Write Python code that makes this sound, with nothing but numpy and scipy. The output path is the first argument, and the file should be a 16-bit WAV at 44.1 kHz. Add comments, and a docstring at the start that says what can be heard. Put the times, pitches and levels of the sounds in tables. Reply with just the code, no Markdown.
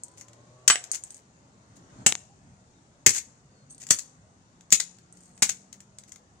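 """A steel pick smashes a plastic computer mouse on concrete, six blows, close to a hand-held camera.
Each blow is a burst of tiny cracks, shaped noise, over a decaying low sine and a short panel resonance.
Between blows the shell clatters and skids as noise grains; pick head and cable plug ring as dying sines.
Walls answer briefly as scattered echoes. Far off, gliding sines make an engine speeding up and bird
calls, over noise for traffic and moving air. Two microphone ports colour it all and overload softly."""
import sys
import numpy as np
from scipy import signal
from scipy.io import wavfile
from scipy.ndimage import uniform_filter1d

SR = 44100
rng = np.random.default_rng(int(sys.argv[2]) if len(sys.argv) > 2 else 0)


def transcribe(signal):
    """Save signal, clipped to [-1, 1], as a 16-bit WAV file at the path in sys.argv[1]."""
    frames = np.atleast_2d(signal).T
    limited = np.clip(frames, -1, 1)
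    pcm = np.round(limited * 32767).astype(np.int16)
    wavfile.write(sys.argv[1], SR, pcm)


N = 282240

# Levels in the event tables are relative: each layer adds its own gain, then the microphone colours it.

# Background
# air spectrum: freq_hz, level_db
AIR_SPECTRUM = [(20, -23.5), (50, -10.5), (110, 1.5), (200, -3), (350, -9.5), (700, -12), (1300, -16.5),
                (2400, -25.5), (4500, -26.5), (7000, -33.5), (9000, -36), (12000, -51.5), (16000, -60.5)]
# air, likeness of left and right: freq_hz, likeness (-1 to 1)
AIR_LIKENESS = [(60, 0.81), (200, 1), (640, .5), (1400, -0.47), (3000, 0), (15000, -0.21)]
# the air swells and sinks again: top_s, rise_s, fall_s, rumble_db, rush_db
SWELLS = [(0.901, 0.66, 0.15, -4, 6.5), (2.019, 0.21, 0.11, 11, 11), (2.5, .1, 0.15, 5.5, 1.5)]
# far engine, one curve for each run up through a gear: time_s, pitch_hz, hum_db, whine_db
ENGINE_RUNS = [
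    [(0, 100.4, -54, -52), (.12, 110.8, -67, -73.5), (.4, 118.1, -58.5, -71), (.58, 124.7, -57.5, -69),
     (1.0, 132.7, -68.5, -80)],
    [(3.3, 129.1, -65, -87.5), (4.5, 172.2, -68.5, -91), (5.25, 180.7, -59.5, -99.5),
     (5.95, 197.8, -64.5, -98), (6.4, 225.7, -65, -91)],
]
# whine on multiples of the engine's pitch: multiple, level_db
WHINE_ORDERS = [(3, -3), (5, 1), (9, 0)]
# far birds: start_s, length_s, start_hz, end_hz, level_db
CHIRPS = [(2.29, 0.053, 811, 810, -65), (2.594, 0.043, 3600, 3720, -76.5),
          (2.735, 0.071, 3850, 3510, -74.5), (3.494, 0.16, 4760, 4160, -74)]
# tail from the walls: freq_hz, t60_s
WALL_DECAY = [(100, 0.35), (700, 0.38), (2000, 0.4), (7000, 0.44), (11000, 0.34), (16000, 0.13)]
# wall tail, likeness of left and right: freq_hz, likeness (0 to 1)
WALL_LIKENESS = [(60, 0.8), (130, 1), (290, 0.99), (640, 0.03), (1400, 0.6), (3100, 0.01), (6800, 0.04)]

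# Cable plug
# the metal plug is jerked up and bounces: start_s, level_db, first_hop_s,
# hop_ratio (each hop as a share of the one before), first_bounce_loss_db
PLUG_HOPS = [(0.0354, -28.5, .047, .7, 16), (0.9158, -16.5, .1215, .565, 12.5),
             (3.7075, -43, .0395, .85, -1), (5.1257, -43, .0458, .78, 4)]
# the plug is dragged along and its sleeve sings: start_s, length_s, level_db
PLUG_SLIDES = [(1.11, .025, -65), (3.694, 0.044, -57.5), (5.131, 0.316, -72)]
# modes of the plug's sleeve: freq_hz, level_db, t60_s (at damping 1)
PLUG_MODES = [(8400, 11.5, 0.051), (6430, 2, 0.016), (7340, 1, 0.0098)]
# spectrum of the plug's tick: freq_hz, level_db
TICK_SPECTRUM = [(1000, -33), (4500, -7), (6000, -8), (8300, -6), (9500, -9), (16000, -26.5)]

# Plastic shell
# the shell and its cable drag over the concrete: start_s, length_s, grit_db
SKIDS = [(0.165, 0.071, -51), (1.002, 0.22, -56.5), (1.754, 0.024, -54.5), (3.086, 0.025, -34),
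         (3.125, 0.054, -30), (3.797, 0.03, -46.5), (5.112, 0.24, -64), (6.073, 0.032, -53.5)]
# the shell drops back on one edge, then the other, skidding as it lands: start_s, crack_db,
# hollow_db (body relative to the crack), edge_gap_s, skid_db
LANDINGS = [(0.939, -29, -24, 0.0075, -31.5), (3.1647, -18.5, -28, 0.016, -29),
            (3.9864, -19.5, -31, 0.0048, -56), (4.7995, -12.5, -14.5, 0.0031, -56),
            (5.4926, -13.5, -17.5, .003, -37)]
# single knocks as the shell is nudged, snaps further or tips over: start_s, crack_db
CLATTER = [(0.2098, -33), (0.2828, -42), (0.3317, -45.5), (0.839, -26), (3.0736, -8), (3.0915, -7.5),
           (3.1055, -13), (3.8164, -35), (3.8278, -35), (3.8357, -34.5), (3.8672, -28.5), (3.8881, -29),
           (3.9017, -20.5), (4.6084, -45), (4.7043, -27.5), (4.718, -20.5), (4.985, -46), (5.3762, -42),
           (5.7272, -30), (5.7414, -46.5), (5.8033, -36), (5.9849, -30.5), (6.0357, -42), (6.119, -31.5),
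           (6.1584, -37.5)]
# flying chips hit something right by the microphone: start_s, crack_db, hollow_db (relative to the crack)
CHIPS = [(2.1237, -9.5, -9.5), (2.1529, -18, -8)]
# spectrum of cracking plastic, also used for grit: freq_hz, level_db
CRACK_SPECTRUM = [(200, -37), (2000, -4), (4500, 1.5), (7000, 1), (9500, -2.5), (12000, -5.5), (16000, -6)]
# spectrum of the hollow shell: freq_hz, level_db
BODY_SPECTRUM = [(100, -16), (350, -8), (600, -12), (900, -7.5), (1300, -11), (2050, -1.5), (2600, -3.5),
                 (3400, -1.5), (4300, -6), (5500, -11.5), (9000, -30)]

# Blows of the pick
# steel meets concrete: start_s, knock_db, grit_db, ring_db, damping (factor on the decay rate)
STRIKES = [(0.7, -11.5, -25, -25.5, 1.37), (0.705, -15.5, -21.5, -15.5, 0.82), (0.7557, -23, -30.5, -41, 2),
           (2.0675, -33, -12, -16.5, 1.3)]
# modes of the pick head: freq_hz, level_db, t60_s (at damping 1)
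STEEL_MODES = [(725, -20, .28), (860, -25, .08), (2907, -10, .11), (2982, -2, .1), (3031, -7, .16),
               (3607, -24, .15), (5825, -22, .1), (7290, -17, .1), (7935, 0, .14)]
# spectrum of steel on stone: freq_hz, level_db
KNOCK_SPECTRUM = [(100, -22.5), (600, -11.5), (1200, 0.5), (1900, 0.5), (3000, 2), (4500, -4), (9000, -24),
                  (16000, -29)]
# the blow reaches the floor and puffs air at the microphone: start_s, level_db, pitch_hz,
# decay_s, left_minus_right_db
THUDS = [(0.7, -31, 210.2, 0.0081, 2), (2.063, -18.5, 214.4, 0.0049, 0), (3.065, -22.5, 233, 0.0032, 9.5),
         (3.073, -23, 129.3, 0.0034, 15), (3.908, -19, 148.5, 0.0017, 5),
         (4.725, -30.5, 207.8, 0.012, -3.5), (5.423, -25, 222, 0.0064, 1)]
# the pick crushes the shell: start_s, crack_db, hollow_db (relative to the crack), crush_s, # panel_hz (pitch
# of a short resonance: the breaking panel, at the second blow a low knock of the pick on the concrete), #
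# panel_db (relative to the crack)
BLOWS = [(0.6776, -7, -19, 0.0053, 3057, -4.5), (2.0624, -11.5, -7.5, 0.006, 824, -7.5),
         (3.0622, -6, -12, 0.0061, 2037, -6.5), (3.9054, -9.5, -18, 0.0072, 3400, -31.5),
         (4.7237, -6, -16, 0.0053, 2573, -10.5), (5.4212, -14, -12, 0.013, 2450, -28)]

# Microphone
# colour of the left port with its cavity peak: freq_hz, level_db
LEFT_PORT = [(100, -1), (700, 1.5), (1400, 0), (2300, 1), (3300, -1), (5000, 3.5), (5900, 10), (6750, 16.5),
             (7700, 9.5), (9000, 3), (11000, -6), (15500, -9)]
# colour of the right port with its cavity peak: freq_hz, level_db
RIGHT_PORT = [(100, -1), (700, 0.5), (1400, 2), (2100, 2.5), (3300, -5), (5000, -3.5), (5900, -6.5),
              (6750, 2.5), (7500, 10), (8000, 10.5), (9000, 2.5), (11000, -0.5), (15500, -12)]

RUMBLE_DB, RUSH_DB, HISS_DB = -60.5, -65.5, -72  # resting rms of the air's bass, middle and treble
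HISS_FOLLOWS = 0.69  # dB of hiss for each dB that the rush swells
SKID_LEAD_S, SKID_S = 0.014, 0.044  # a landing's skid starts just before the first edge hits
SKID_HOLLOW_DB = -9.5  # hollow body relative to the grit
CLATTER_CONTACT_S, LANDING_CONTACT_S = 0.0041, 0.0031
SECOND_EDGE_DB = 1  # second edge of a landing relative to the first
# hollow body relative to a crack of this table level; softer knocks are hollower (dB per dB)
HOLLOW_DB, HOLLOW_AT_DB, HOLLOW_SLOPE = -19.5, -31.5, 0.74
# overtone of the thud: multiple of its pitch, relative level, longest decay time
THUD_OVERTONE, THUD_OVERTONE_DB, THUD_OVERTONE_DECAY_S = 1.6, -7, 0.0033
OVERLOAD_LEVEL = 0.72  # ceiling of the soft overload
BAND_EDGE_HZ = 15900


def amp(db):
    """Decibels to gain."""
    return 10 ** (np.asarray(db) / 20)


def evened(x):
    """Scales to rms 1."""
    return x / np.sqrt(np.mean(x ** 2) + 1e-20)


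def read(points, hz):
    """Reads a table on a log-frequency axis."""
    f, value = np.transpose(points)
    return np.interp(np.log(hz + 1), np.log(f + 1), value)


def add(mix, s, sound):
    """Mixes a sound in at time s, cut off at the end of the mix."""
    start = max(round(s * SR), 0)
    part = mix[:, start:][:, :sound.shape[-1]]
    part += sound[..., :part.shape[1]]


def causal(points, size=1024):
    """The shortest impulse response with this spectrum (minimum phase)."""
    hz = abs(np.fft.fftfreq(size, 1 / SR))
    log_gain = np.log(amp(read(points, hz)))
    return np.fft.ifft(np.exp(np.conj(signal.hilbert(log_gain)))).real


def blend(likeness, first, second):
    """A left and right pair of equal power, alike by the given share in each band."""
    right = likeness * first + np.sqrt(1 - likeness ** 2) * second
    return np.array([first, right])


def ring(modes, damping=1, size=16384):
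    """Dying sines, one for each mode; damping speeds up every decay."""
    t = np.arange(size) / SR
    tone = np.zeros(size)
    for hz, db, t60 in modes:
        tone += amp(db - 60 * damping * t / t60) * np.sin(2 * np.pi * hz * t)
    return tone


def fracture(spectrum, length, spread_db=3.0, apart=0.8, size=2048):
    """A burst of tiny cracks of uneven size, of rms 1 over its length; high ones differ between the ports."""
    t = np.arange(size) / SR
    length = max(length, 1e-4)
    sizes = amp(spread_db * np.repeat(rng.standard_normal(size // 16), 16))
    force = (1 - np.exp(-t / (0.15 * length))) * np.exp(-(t / length) ** 2)
    cracks = rng.standard_normal((3, size)) * sizes * force
    # one row is shared by both ports, the other two add separate treble
    treble = signal.lfilter(*signal.butter(1, 4500, "high", fs=SR), cracks[1:])
    burst = signal.fftconvolve(cracks[0] + apart * treble, causal(spectrum)[None], axes=1)
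    return burst * np.sqrt(2 * length * SR / np.sum(burst ** 2))


def air(patchy_db=2.0):
    """Far traffic and moving air: noise whose rumble and rush swell now and then; the hiss follows the rush."""
    hz = np.fft.rfftfreq(2048, 1 / SR)
    a, b, c, d, patches = rng.standard_normal((5, len(hz), N // 512 + 5))
    likeness = np.clip(read(AIR_LIKENESS, hz), -1, 1)[:, None]
    noise = blend(likeness, a + 1j * b, c + 1j * d)
    # smoothing over frequency, then time, leaves slow uneven patches
    patches = uniform_filter1d(uniform_filter1d(patches, size=6, axis=0), size=10, axis=1)
    noise = noise * amp(read(AIR_SPECTRUM, hz)[:, None] + patchy_db * evened(patches))

    t, rumble, rush = np.arange(N) / SR, 0, 0
    for s, rise, fall, rumble_db, rush_db in SWELLS:
        swell = np.exp(-abs(t - s) / np.where(t < s, rise, fall))
        rumble = rumble + rumble_db * swell
        rush = rush + rush_db * swell
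    levels = RUMBLE_DB + rumble, RUSH_DB + rush, HISS_DB + HISS_FOLLOWS * rush

    band = np.digitize(hz, [300, 2500])[:, None]  # 0 rumble, 1 rush, 2 hiss
    out = np.zeros((2, N))
    for k, db in enumerate(levels):
        sound = signal.istft(noise * (band == k), nperseg=2048, noverlap=1536)[1][:, :N]
        out += amp(db) * evened(sound)
    return out


def glide(rows, waver):
    """A distant tone that follows its pitch and level curve (s, Hz, dB) and wavers on the way."""
    s, hz, db = np.transpose(rows)
    t = np.arange(s[0], s[-1], 1 / SR)
    knots = np.linspace(0, N / SR, 200)
    drift, fade = (np.interp(t, knots, v) for v in rng.standard_normal((2, 200)))
    turns = np.cumsum(np.interp(t, s, hz) * (1 + waver * drift)) / SR
    level = np.sqrt(2) * amp(np.interp(t, s, db) + 2 * fade)
    return level * np.sin(2 * np.pi * turns) * signal.windows.tukey(len(t), 0.3)


def engine(hum_gain_db=-1):
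    """A far engine speeding up: a hum at its pitch and a whine on multiples of it."""
    out = np.zeros((2, N))
    for run in ENGINE_RUNS:
        start = run[0][0]
        hum = [(s, hz, db) for s, hz, db, _ in run]
        add(out, start, amp(hum_gain_db) * glide(hum, waver=0.0073))
        for multiple, order_db in WHINE_ORDERS:
            whine = [(s, multiple * hz, db + order_db) for s, hz, _, db in run]
            add(out, start, glide(whine, waver=0.006))
    return out


def birds():
    """Far birds, each call one tone sliding from its start pitch to its end pitch."""
    out = np.zeros((2, N))
    for s, length, start_hz, end_hz, db in CHIRPS:
        add(out, s, glide([(s, start_hz, db), (s + length, end_hz, db)], waver=0.0159))
    return out


def walls(x, near_db=-6.5, near_t60=0.13, far_db=-22, build_up=0.0012):
    """Quick scatter off the floor and nearby things, then a short tail from the walls."""
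    t = np.arange(SR // 2) / SR
    # sparse random pulses, about 4000 a second
    near, far = rng.standard_normal((2, 2, len(t))) * (rng.random((2, 2, len(t))) < 4000 / SR)
    near = near * amp(-60 * t / near_t60) * (t > 0.003)

    hz, at, bands = signal.stft(far * (1 - np.exp(-t / build_up)), SR, nperseg=256)
    likeness = np.clip(read(WALL_LIKENESS, hz), -1, 1)[:, None]
    bands = blend(likeness, bands[0], bands[1])
    decay = amp(-60 * at / read(WALL_DECAY, hz)[:, None])
    far = signal.istft(bands * decay, SR, nperseg=256)[1][:, :len(t)]

    echo = (amp(near_db) * evened(near) + amp(far_db) * evened(far)) / np.sqrt(len(t))
    return signal.fftconvolve(x, echo, axes=1)[:, :N]


def plug_bounces(count=5):
    """Each hop of the plug is shorter than the last; its level changes most at the first bounce: rows (s, dB)."""
    rows = []
    for s, db, hop, ratio, loss_db in PLUG_HOPS:
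        for k in range(count):
            rows.append((s, db - loss_db * np.sqrt(k)))
            s += hop * ratio ** k
    return rows


def plug_ticks(tick_db=-7, contact=0.00058):
    """The metal sleeve ticks on the floor at each bounce, a very short contact."""
    out = np.zeros((2, N))
    for s, db in plug_bounces():
        add(out, s, amp(db + tick_db) * fracture(TICK_SPECTRUM, contact))
    return out


def plug_rings(sleeve_db=-21):
    """The plug's sleeve rings on in its own modes after each bounce."""
    out = np.zeros((2, N))
    for s, db in plug_bounces():
        add(out, s, amp(db + sleeve_db) * ring(PLUG_MODES))
    return out


def plug_slides(spread_db=6.5):
    """Grains of concrete keep the dragged sleeve ringing, damped by the floor."""
    out = np.zeros((2, N))
    for s, length, db in PLUG_SLIDES:
        sizes = amp(spread_db * np.repeat(rng.standard_normal(SR // 90), 45))
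        catches = rng.standard_normal(SR // 2) * sizes
        grains = catches[:int(length * SR)]
        song = signal.fftconvolve(grains * signal.windows.tukey(len(grains), 0.3), ring(PLUG_MODES, damping=2))
        add(out, s, amp(db) * song * np.sqrt(len(grains) / np.sum(song ** 2)))
    return out


def skids(spread_db=6.0, level_db=-8):
    """Plastic catches on grain after grain of the concrete, and each catch sounds the shell."""
    out = np.zeros((2, N))
    landing_skids = [(s - SKID_LEAD_S, SKID_S, db) for s, _, _, _, db in LANDINGS]
    for s, length, db in SKIDS + landing_skids:
        catches = amp(spread_db * np.repeat(rng.standard_normal(SR // 30), 30))
        grains = (rng.standard_normal((2, SR)) * catches)[:, :int(length * SR)]
        grains = grains * signal.windows.tukey(grains.shape[1])
        grit = evened(signal.lfilter(causal(CRACK_SPECTRUM), 1, grains))
        body = evened(signal.lfilter(causal(BODY_SPECTRUM), 1, grains))
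        add(out, s, amp(db + level_db) * (grit + amp(SKID_HOLLOW_DB) * body))
    return out


def shell_contacts():
    """Single knocks and both edges of each landing: rows (s, crack dB, hollow dB, contact s)."""
    rows = []
    for s, db in CLATTER:
        hollow_db = HOLLOW_DB - HOLLOW_SLOPE * (db - HOLLOW_AT_DB)
        rows.append((s, db, hollow_db, CLATTER_CONTACT_S))
    for s, db, hollow_db, gap, _ in LANDINGS:
        rows.append((s, db, hollow_db, LANDING_CONTACT_S))
        rows.append((s + gap, db + SECOND_EDGE_DB, hollow_db, LANDING_CONTACT_S))
    return rows


def plastic(rows, crack_db, body_db):
    """Each contact cracks sharply and sounds the hollow shell."""
    out = np.zeros((2, N))
    for s, db, hollow_db, length in rows:
        add(out, s, amp(db + crack_db) * fracture(CRACK_SPECTRUM, length))
        add(out, s, amp(db + hollow_db + body_db) * fracture(BODY_SPECTRUM, length))
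    return out


def steel_knocks(contact=0.0032, grit_db=-6):
    """The pick head knocks on concrete and grinds grit."""
    out = np.zeros((2, N))
    for s, knock_db, scrape_db, _, _ in STRIKES:
        knock = amp(knock_db) * fracture(KNOCK_SPECTRUM, contact)
        grit = amp(scrape_db + grit_db) * fracture(CRACK_SPECTRUM, contact)
        add(out, s, knock + grit)
    return out


def steel_rings(head_db=-5):
    """The pick head rings on after each strike; it dies sooner when it stays pressed down."""
    out = np.zeros((2, N))
    for s, _, _, ring_db, damping in STRIKES:
        add(out, s, amp(ring_db + head_db) * ring(STEEL_MODES, damping))
    return out


def thuds(size=4096):
    """A low push with one overtone, over within a few cycles."""
    out, t = np.zeros((2, N)), np.arange(size) / SR
    for s, db, hz, decay, pan_db in THUDS:
        push = np.sin(2 * np.pi * hz * t) * np.exp(-t / decay)
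        overtone_decay = min(decay, THUD_OVERTONE_DECAY_S)
        overtone = np.sin(2 * np.pi * THUD_OVERTONE * hz * t) * np.exp(-t / overtone_decay)
        sides = amp(db + np.array([[pan_db], [-pan_db]]) / 2)
        add(out, s, -sides * (push + amp(THUD_OVERTONE_DB) * overtone))  # first swing is negative
    return signal.lfilter(*signal.butter(2, 70, "high", fs=SR), out)


def panels(level_db=-5, width_hz=260):
    """At each blow one short, hollow resonance sounds: mostly the breaking panel, at the second blow a low
    knock of the pick on the concrete."""
    out = np.zeros((2, N))
    for s, db, _, length, hz, panel_db in BLOWS:
        resonance = signal.iirpeak(hz, hz / width_hz, fs=SR)
        tone = signal.lfilter(*resonance, fracture(BODY_SPECTRUM, length))
        add(out, s, amp(db + panel_db + level_db) * tone * np.sqrt(2 * length * SR / np.sum(tone ** 2)))
    return out


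def blows():
    """The pick crushes the shell: cracks and hollow body, a short resonance and the thud."""
    crushes = plastic([row[:4] for row in BLOWS], crack_db=-3.5, body_db=2)
    return crushes + panels() + thuds()


def scene():
    """Contacts on the floor sound through the walls; the chips and the thin metal rings are heard directly."""
    clatter = plastic(shell_contacts(), crack_db=-14, body_db=-2.5)
    floor = plug_ticks() + skids() + clatter + steel_knocks() + blows()
    chips = plastic([(*row, 0.0006) for row in CHIPS], crack_db=-10.0, body_db=5)  # 0.6 ms contacts
    direct = chips + steel_rings() + plug_rings() + plug_slides()
    return air() + engine() + birds() + walls(floor) + floor + direct


def record(dry):
    """Port resonances, soft overload on the blows, then the band limit."""
    left = np.pad(causal(LEFT_PORT), (0, 2))
    right = np.pad(causal(RIGHT_PORT), (2, 0))  # sound reaches the right port two samples later
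    ports = signal.oaconvolve(dry, np.array([left, right]), axes=1)[:, :N]
    squashed = ports / (1 + (ports / OVERLOAD_LEVEL) ** 4) ** (1 / 4)
    band_limit = signal.firwin(255, BAND_EDGE_HZ, window=("kaiser", 9), fs=SR)
    return signal.oaconvolve(squashed, band_limit[None], "same")


dry = scene()
out = record(dry)
transcribe(out)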